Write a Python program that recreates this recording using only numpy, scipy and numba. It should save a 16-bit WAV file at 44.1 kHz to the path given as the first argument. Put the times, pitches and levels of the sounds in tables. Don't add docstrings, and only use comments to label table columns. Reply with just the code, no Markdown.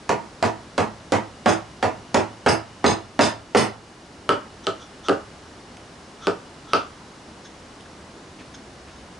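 import sys
import numpy as np
from scipy import signal
from scipy.fft import rfft, irfft, next_fast_len
from scipy.io import wavfile
from numba import njit

SR = 44100
rng = np.random.default_rng(int(sys.argv[2]) if len(sys.argv) > 2 else 0)


def volts(x):
    e = np.asarray(x, float) / 20
    return 10 ** e


def int16_out(signal):
    q = np.round(np.clip(np.atleast_2d(signal).T, -1, 1) * 32767)
    wavfile.write(sys.argv[1], SR, q.astype(np.int16))


N = 405279
FAST = next_fast_len(N)
RING = int(0.5 * SR)

# frequency in Hz, spectrum level in dB per Hz.
AIR_SPECTRUM = [(15, -52), (25, 1.5), (64, -3.5), (81, -2.5), (104, -4.5), (242, -2), (320, -3.5),
                (363, -4.5), (506, -7.5), (1010, -10), (2790, -20.5), (5410, -21), (11000, -33.5),
                (14400, -98), (22000, -120)]
# frequency in Hz, left-right likeness from 0 to 1.
AIR_LIKENESS = [(60, 1.0), (130, 1), (270, 0.97), (570, 0.94), (1220, 0.69), (2590, 0.6), (5500, 0.76),
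                (11700, 0.7)]
# centre in seconds, half length in seconds, rise in dB.
HUM_SWELLS = [
    (7.897, 0.17, 7),
    (8.95, 0.32, 8.5),
]
# start in seconds, peak in dB, board ring in dB, steel chatter in dB.
BLOWS = [(0.093, -9, -0.5, -44), (0.427, -7.5, 0, -28.5), (0.78, -8, -1, -30), (1.122, -6, -4.5, -37),
         (1.46, -1.5, -12, -21.5), (1.828, -8, -30, -39), (2.145, -3, -23, -31), (2.463, 1, -51, -19.5),
         (2.843, 1, -11, -17.5), (3.192, 3.5, -8, -17.5), (3.549, 5, -13, -14.5)]
# frequency in Hz, level in dB, T60 in seconds.
BENCH_MODES = [(101.7, -8.5, 0.21), (214.5, 7, 0.28), (330, 7.5, 0.3), (450, -4, 0.077), (520, -1, 0.12),
               (550, 4, 0.052), (690, 6, 0.077), (756, 3, 0.23), (866, 4.5, 0.088), (940, 6.5, 0.12),
               (1262, -19.5, 1), (1660, -34, 0.12), (1658, -40, 0.2), (1760, -35.5, 0.1), (1750, -42, 0.12),
               (1900, -12, 0.33), (2100, -16, 0.34), (2460, -44.5, 0.74), (2280, -52, 0.31),
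               (2470, -30, 0.15)]
# frequency in Hz, spectrum level in dB per Hz.
JOLT_SPECTRUM = [(41, -61), (70, -13.5), (451, -0.5), (647, 1), (927, -2), (1680, -10.5), (1870, -11),
                 (3600, -24.5), (4540, -26), (8040, -35.5), (11000, -49.5), (14400, -75), (22000, -120)]
# frequency in Hz, level in dB, T60 in seconds.
STEEL_MODES = [(2982, -6, .22), (3978, -10, .2), (4183, -7, .2), (4770, -5, .22), (4996, 2, .24),
               (5400, -1, .2), (5539, -7, .25), (6352, -2, .27), (7779, -16, .22), (8253, -7, .3),
               (8796, -15, .22), (9300, -17, .2), (10310, -12, .3)]
# frequency in Hz, spectrum level in dB per Hz.
CLATTER_SPECTRUM = [(1470, 7), (2500, -2.5), (3940, -3), (4890, -11), (6470, -7.5), (7240, -11.5),
                    (10600, -42), (11000, -80), (14400, -96), (22000, -120)]
# start in seconds, peak in dB, high over low ring in dB, crack in dB.
TAPS = [
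    (4.2917, -1.5, 6.5, -18),
    (4.6685, -13.5, 0.2, -9),
    (5.0845, -12.5, -7, -14),
    (5.0939, -6, -15, -25),
    (6.2701, -9, -4.5, -13),
    (6.734, -7, 5.5, -6),
]
# frequency in Hz, level in dB, T60 in seconds.
BOX_MODES = [(180, -12, .2), (240, -14, .18), (325, -6, .2), (375, -8, .18), (408, 0, .22), (468, -1, .2),
             (549, -7, .2), (690, -9, .2), (1130, -17, .15), (1200, -11, .2), (1270, -4, .27),
             (1324, -4, .24), (1507, -13, .2), (1750, -20, .15), (3000, -22, .12)]
# frequency in Hz, spectrum level in dB per Hz.
HOLLOW_SPECTRUM = [(41, -49), (70, -42), (271, -5), (406, -11), (607, -1.5), (908, -7.5), (1010, -13),
                   (1250, -1), (1790, -18), (2970, -31), (3300, -35), (5610, -34), (11000, -54),
                   (14400, -72), (22000, -120)]
# start in seconds, length in seconds, level in dB,
# dullness in dB per octave.
SLIDES = [
    (4.632, 0.025, -51.5, -1.4),
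    (4.786, 0.071, -54, 0.1),
    (5.035, 0.053, -48, 0.5),
    (6.205, 0.083, -49.5, 2),
    (6.645, 0.22, -53, 4.5),
]
# frequency in Hz, width in Hz, level in dB.
SLIDE_RINGS = [(1327, 250, -0.2), (3440, 640, -0.5), (5850, 990, -3.5)]
# start in seconds, length in seconds, level in dB,
# dullness in dB per octave.
SCUFFS = [
    (7.44, 0.037, -49.5, 0.1),
    (7.85, 0.019, -60, 13),
    (8.538, 0.02, -45.5, -.6),
    (8.9, 0.088, -61, 0.1),
]
# frequency in Hz, width in Hz, level in dB.
SCUFF_RINGS = [(1600, 420, -7), (3520, 720, -5), (5400, 270, -7.5), (6360, 280, -6.5)]
# start in seconds, length in seconds, level in dB, dullness in dB per octave.
BRUSHES = [
    (8.385, 0.045, -52, 1.5),
    (8.86, 0.062, -54, -3),
    (8.99, 0.038, -57, -2),
]
# frequency in Hz, width in Hz, level in dB.
BRUSH_RINGS = [(300, 400, 0), (1900, 2400, 0)]
# start in seconds, peak in dB, frequency in Hz.
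TICKS = [
    (5.7697, -35, 2620),
    (7.5572, -48, 2240),
    (7.808, -36, 2940),
]
# frequency in Hz, T60 in seconds, level in dB, left-right likeness from 0 to 1.
ROOM_BANDS = [(126, 0.25, 4.5, 1), (333, 0.17, 4.5, 0.63), (994, 0.31, -1, 0.33), (2700, 0.27, -2.5, 0.78),
              (8500, 0.18, 3, 0.48)]
# frequency in Hz, phase lead of the left in radians.
PORT_LEAD = [(30, -.4), (260, -.7), (600, -.7), (1900, -.3), (4000, -.05), (8300, -.25)]


def unit(x):
    return x / np.sqrt(np.mean(x ** 2))


def on_log(table, hz):
    points = np.array(table, float)
    return np.interp(np.log(np.maximum(hz, 1)), np.log(points[:, 0]), points[:, 1])


def coloured(table, size):
    hz = np.fft.rfftfreq(size, 1 / SR)
    return unit(irfft(rfft(rng.standard_normal(size)) * volts(on_log(table, hz)), size))


def band(x, hz, width_hz):
    return signal.lfilter(*signal.iirpeak(hz, hz / width_hz, fs=SR), x)


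def steep_band(x, hz, width_hz):
    return band(band(x, hz, width_hz), hz, width_hz)


def fade(t60):
    return np.exp(-np.log(1000) * np.arange(RING) / SR / t60)


def add(out, s, x):
    i = int(s * SR)
    out[i:i + len(x)] += x[:N - i]


def air():
    t, hz = np.arange(N) / SR, np.fft.rfftfreq(FAST, 1 / SR)
    alike = np.clip(on_log(AIR_LIKENESS, hz) - 0.055 * (hz > 400), 0, 0.999)
    side = irfft(rfft(coloured(AIR_SPECTRUM, FAST)) * np.sqrt((1 - alike) / (1 + alike)), FAST)
    hiss = unit(coloured(AIR_SPECTRUM, FAST) + side * np.array([[1], [-1]]))[:, :N]

    hum = unit(steep_band(rng.standard_normal(N), 73, 30))
    hum_db = -60.5 + sum(db * np.exp(-((t - s) / half) ** 2) for s, half, db in HUM_SWELLS)

    whine = unit(steep_band(rng.standard_normal(N), 2900, 150))
    full_s, rise_db_s, fall_db_s = 1.5, 8.5, 0.9
    whine_db = -63 - np.maximum(rise_db_s * (full_s - t), fall_db_s * (t - full_s))
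    return volts(-45) * hiss + volts(hum_db) * hum + volts(whine_db) * whine


def ring(modes, tilt_db, shorten, scatter_db, drift):
    hz, db, t60 = np.transpose(modes)[:, :, None]
    pitch, strength, sign = rng.standard_normal((3, len(modes), 1))
    phase = 2 * np.pi * hz * (1 + drift * pitch) * np.arange(RING) / SR
    level = np.sign(sign) * volts(db + tilt_db[:, None] + scatter_db * strength)
    x = np.sum(level * fade(shorten * t60) * np.sin(phase), axis=0)
    return x / np.sqrt(np.sum(volts(2 * db)))


def crack(t60, hz, width):
    snap = steep_band(rng.standard_normal(RING) * fade(t60), hz, width * hz)
    return snap / np.abs(snap).max()


def bounces(start_s, gap_s, swell_s, t60, scatter_db, count):
    hits = np.zeros(RING)
    sign, strength = rng.standard_normal((2, count))
    after = np.cumsum(gap_s * rng.exponential(size=count)) * (np.arange(count) > 0)
    swell = np.minimum(0.45 + after / swell_s, 1)
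    size = swell * volts(scatter_db * strength - 60 * after / t60)
    hits[((start_s + after) * SR).astype(int) % RING] = np.sign(sign) * size
    return hits / np.sqrt(np.sum(hits ** 2))


def chatter():
    steel = ring(STEEL_MODES, np.zeros(len(STEEL_MODES)), shorten=0.13, scatter_db=1.5, drift=0.001)
    click = volts(10.5) * coloured(CLATTER_SPECTRUM, RING) * fade(0.011)
    hits = bounces(0.018, 0.0014, 0.015, 0.13, scatter_db=0, count=90)
    return signal.fftconvolve(hits, steel + click)[:RING]


def blows():
    out, modes = np.zeros(N), BENCH_MODES[1:]
    hz = np.array(modes)[:, 0]
    shudder = np.exp(-(np.arange(RING) / SR / 0.052) ** 2)
    for s, db, ring_db, steel_db in BLOWS:
        crack_db = -9.5 - 2.1 * max(steel_db + 24.5, 0)
        body = ring(modes, np.where(hz > 800, ring_db + 7, 0), shorten=0.53, scatter_db=-0.5, drift=0.0055)
        knocks = bounces(0, 0.0037, 0.03, 0.28, scatter_db=2.5, count=16)
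        body = signal.fftconvolve(knocks, body)[:RING]
        jolt = coloured(JOLT_SPECTRUM, RING) * fade(0.23) * shudder
        wood = volts(-3.6) * body + volts(-0.74) * jolt
        wood = wood * (1 - fade(0.005))
        snap = volts(crack_db + 5) * crack(0.015, 3300, 1.5)
        steel = volts(steel_db + 11) * chatter()
        add(out, s - 0.001, volts(db - 5.5) * (wood + snap + steel))
    return out


def thud():
    t, hz = np.arange(RING) / SR, BENCH_MODES[0][0] * (1 + 0.0045 * rng.standard_normal())
    peak_s, width_s = 0.04, 0.024
    thump = np.sin(2 * np.pi * hz * t) * np.exp(-((t - peak_s) / width_s) ** 2)
    sway = np.sin(2 * np.pi * 108 * t) * fade(0.55) * (1 - fade(0.25))
    return thump + volts(-4) * sway


def rocking():
    out = np.zeros(N)
    for k, (s, db, *_) in enumerate(BLOWS):
        slack_db = -14 * (k == 0)
        add(out, s, volts(-22 + 0.64 * db + slack_db) * thud())
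    for s, *_ in TAPS:
        add(out, s, volts(-40.5) * thud())
    return out


def taps():
    out, box = np.zeros(N), np.array(BOX_MODES)
    low, high = box[box[:, 0] < 1000], box[box[:, 0] > 1000]
    for s, db, tilt_db, crack_db in TAPS:
        low_db = -8.5 - 10 * np.log10(1 + volts(2 * tilt_db))
        cavity = ring(low, np.zeros(len(low)), shorten=0.51, scatter_db=-0.5, drift=0.003)
        cavity = cavity * (1 - fade(0.041))
        wall = ring(high, np.zeros(len(high)), shorten=0.44, scatter_db=3.1, drift=0.0035)
        body = volts(low_db + 10.5) * (cavity + volts(tilt_db - 5.5) * wall)
        jolt = volts(-10.5) * coloured(HOLLOW_SPECTRUM, RING) * fade(0.17)
        snap = volts(crack_db + 12.5) * crack(0.0069, 3090, 0.84)
        add(out, s, volts(db) * (body + jolt + snap))
    return out


def rub(out, strokes, rings):
    for s, length, db, dull in strokes:
        size = int(length * SR)
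        grit = rng.standard_normal(size) * np.hanning(size) ** 0.47
        for hz, width_hz, ring_db in rings:
            level_db = db + ring_db - dull * np.log2(hz / 3500)
            add(out, s, volts(level_db) * unit(steep_band(grit, hz, width_hz)))


def handling():
    out = np.zeros(N)
    rub(out, SLIDES, SLIDE_RINGS)
    rub(out, SCUFFS, SCUFF_RINGS)
    rub(out, BRUSHES, BRUSH_RINGS)
    for s, db, hz in TICKS:
        tick = band(rng.standard_normal(RING) * fade(0.013), hz, 0.85 * hz)
        add(out, s, volts(db) * tick / np.abs(tick).max())
    return out


def room(x, wet_db):
    tails = 0
    for hz, t60, db, alike in ROOM_BANDS:
        shared, left, right = (unit(band(rng.standard_normal(RING), hz, 0.83 * hz)) for _ in range(3))
        pair = np.sqrt(alike) * shared + np.sqrt(1 - alike) * np.array([left, right])
        tails = tails + volts(db) * np.sqrt(hz / t60) * fade(t60) * pair
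    tails = tails * (1 - fade(0.042))
    tails = volts(wet_db) * tails / np.sqrt(np.sum(tails ** 2) / 2)
    tails[:, 0] = 1
    return signal.fftconvolve(x[None], tails, axes=1)[:, :N]


def ports(pair, pan_db, lead):
    hz, way = np.fft.rfftfreq(FAST, 1 / SR), np.array([[0.5], [-0.5]])
    louder = volts(way * pan_db / (1 + (hz / 3000) ** 2))
    earlier = np.exp(1j * way * lead * on_log(PORT_LEAD, hz))
    return irfft(rfft(pair, FAST) * louder * earlier, FAST)[:, :N]


def scene():
    above = ports(room(blows(), wet_db=-2.5) + rocking(), pan_db=-2.8, lead=1)
    side = ports(room(taps(), wet_db=-5.5), pan_db=-0.96, lead=0.63)
    return above + side + room(handling(), wet_db=-8.5) + air()


@njit
def follow(x, attack, release):
    e, out = 0., np.empty(len(x))
    for i in range(len(x)):
        e += (x[i] - e) * (attack if x[i] > e else release)
        out[i] = e
    return out


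def top_cut(x):
    return signal.sosfilt(signal.butter(12, 12270, fs=SR, output="sos"), x)


def record(dry):
    level = follow(np.abs(dry).max(axis=0), 1 / (0.00026 * SR), 1 / (0.0067 * SR))
    x = dry * np.minimum(1, volts(-13) / (level + 1e-9)) ** 0.58

    pace = 1 / (0.7 * SR)
    average_db = 10 * np.log10(follow(np.mean(x ** 2, axis=0), pace, pace) + 1e-12)
    x = x * volts(-0.65 * np.maximum(average_db + 24.5, 0))

    x = 0.95 * np.tanh(x / 0.78)
    x = signal.sosfilt(signal.butter(2, 60, "high", fs=SR, output="sos"), x)
    x = signal.sosfilt(signal.ellip(10, 0.2, 62, 11000, fs=SR, output="sos"), x)
    return top_cut(x)


dry = scene()
out = record(dry)
int16_out(out)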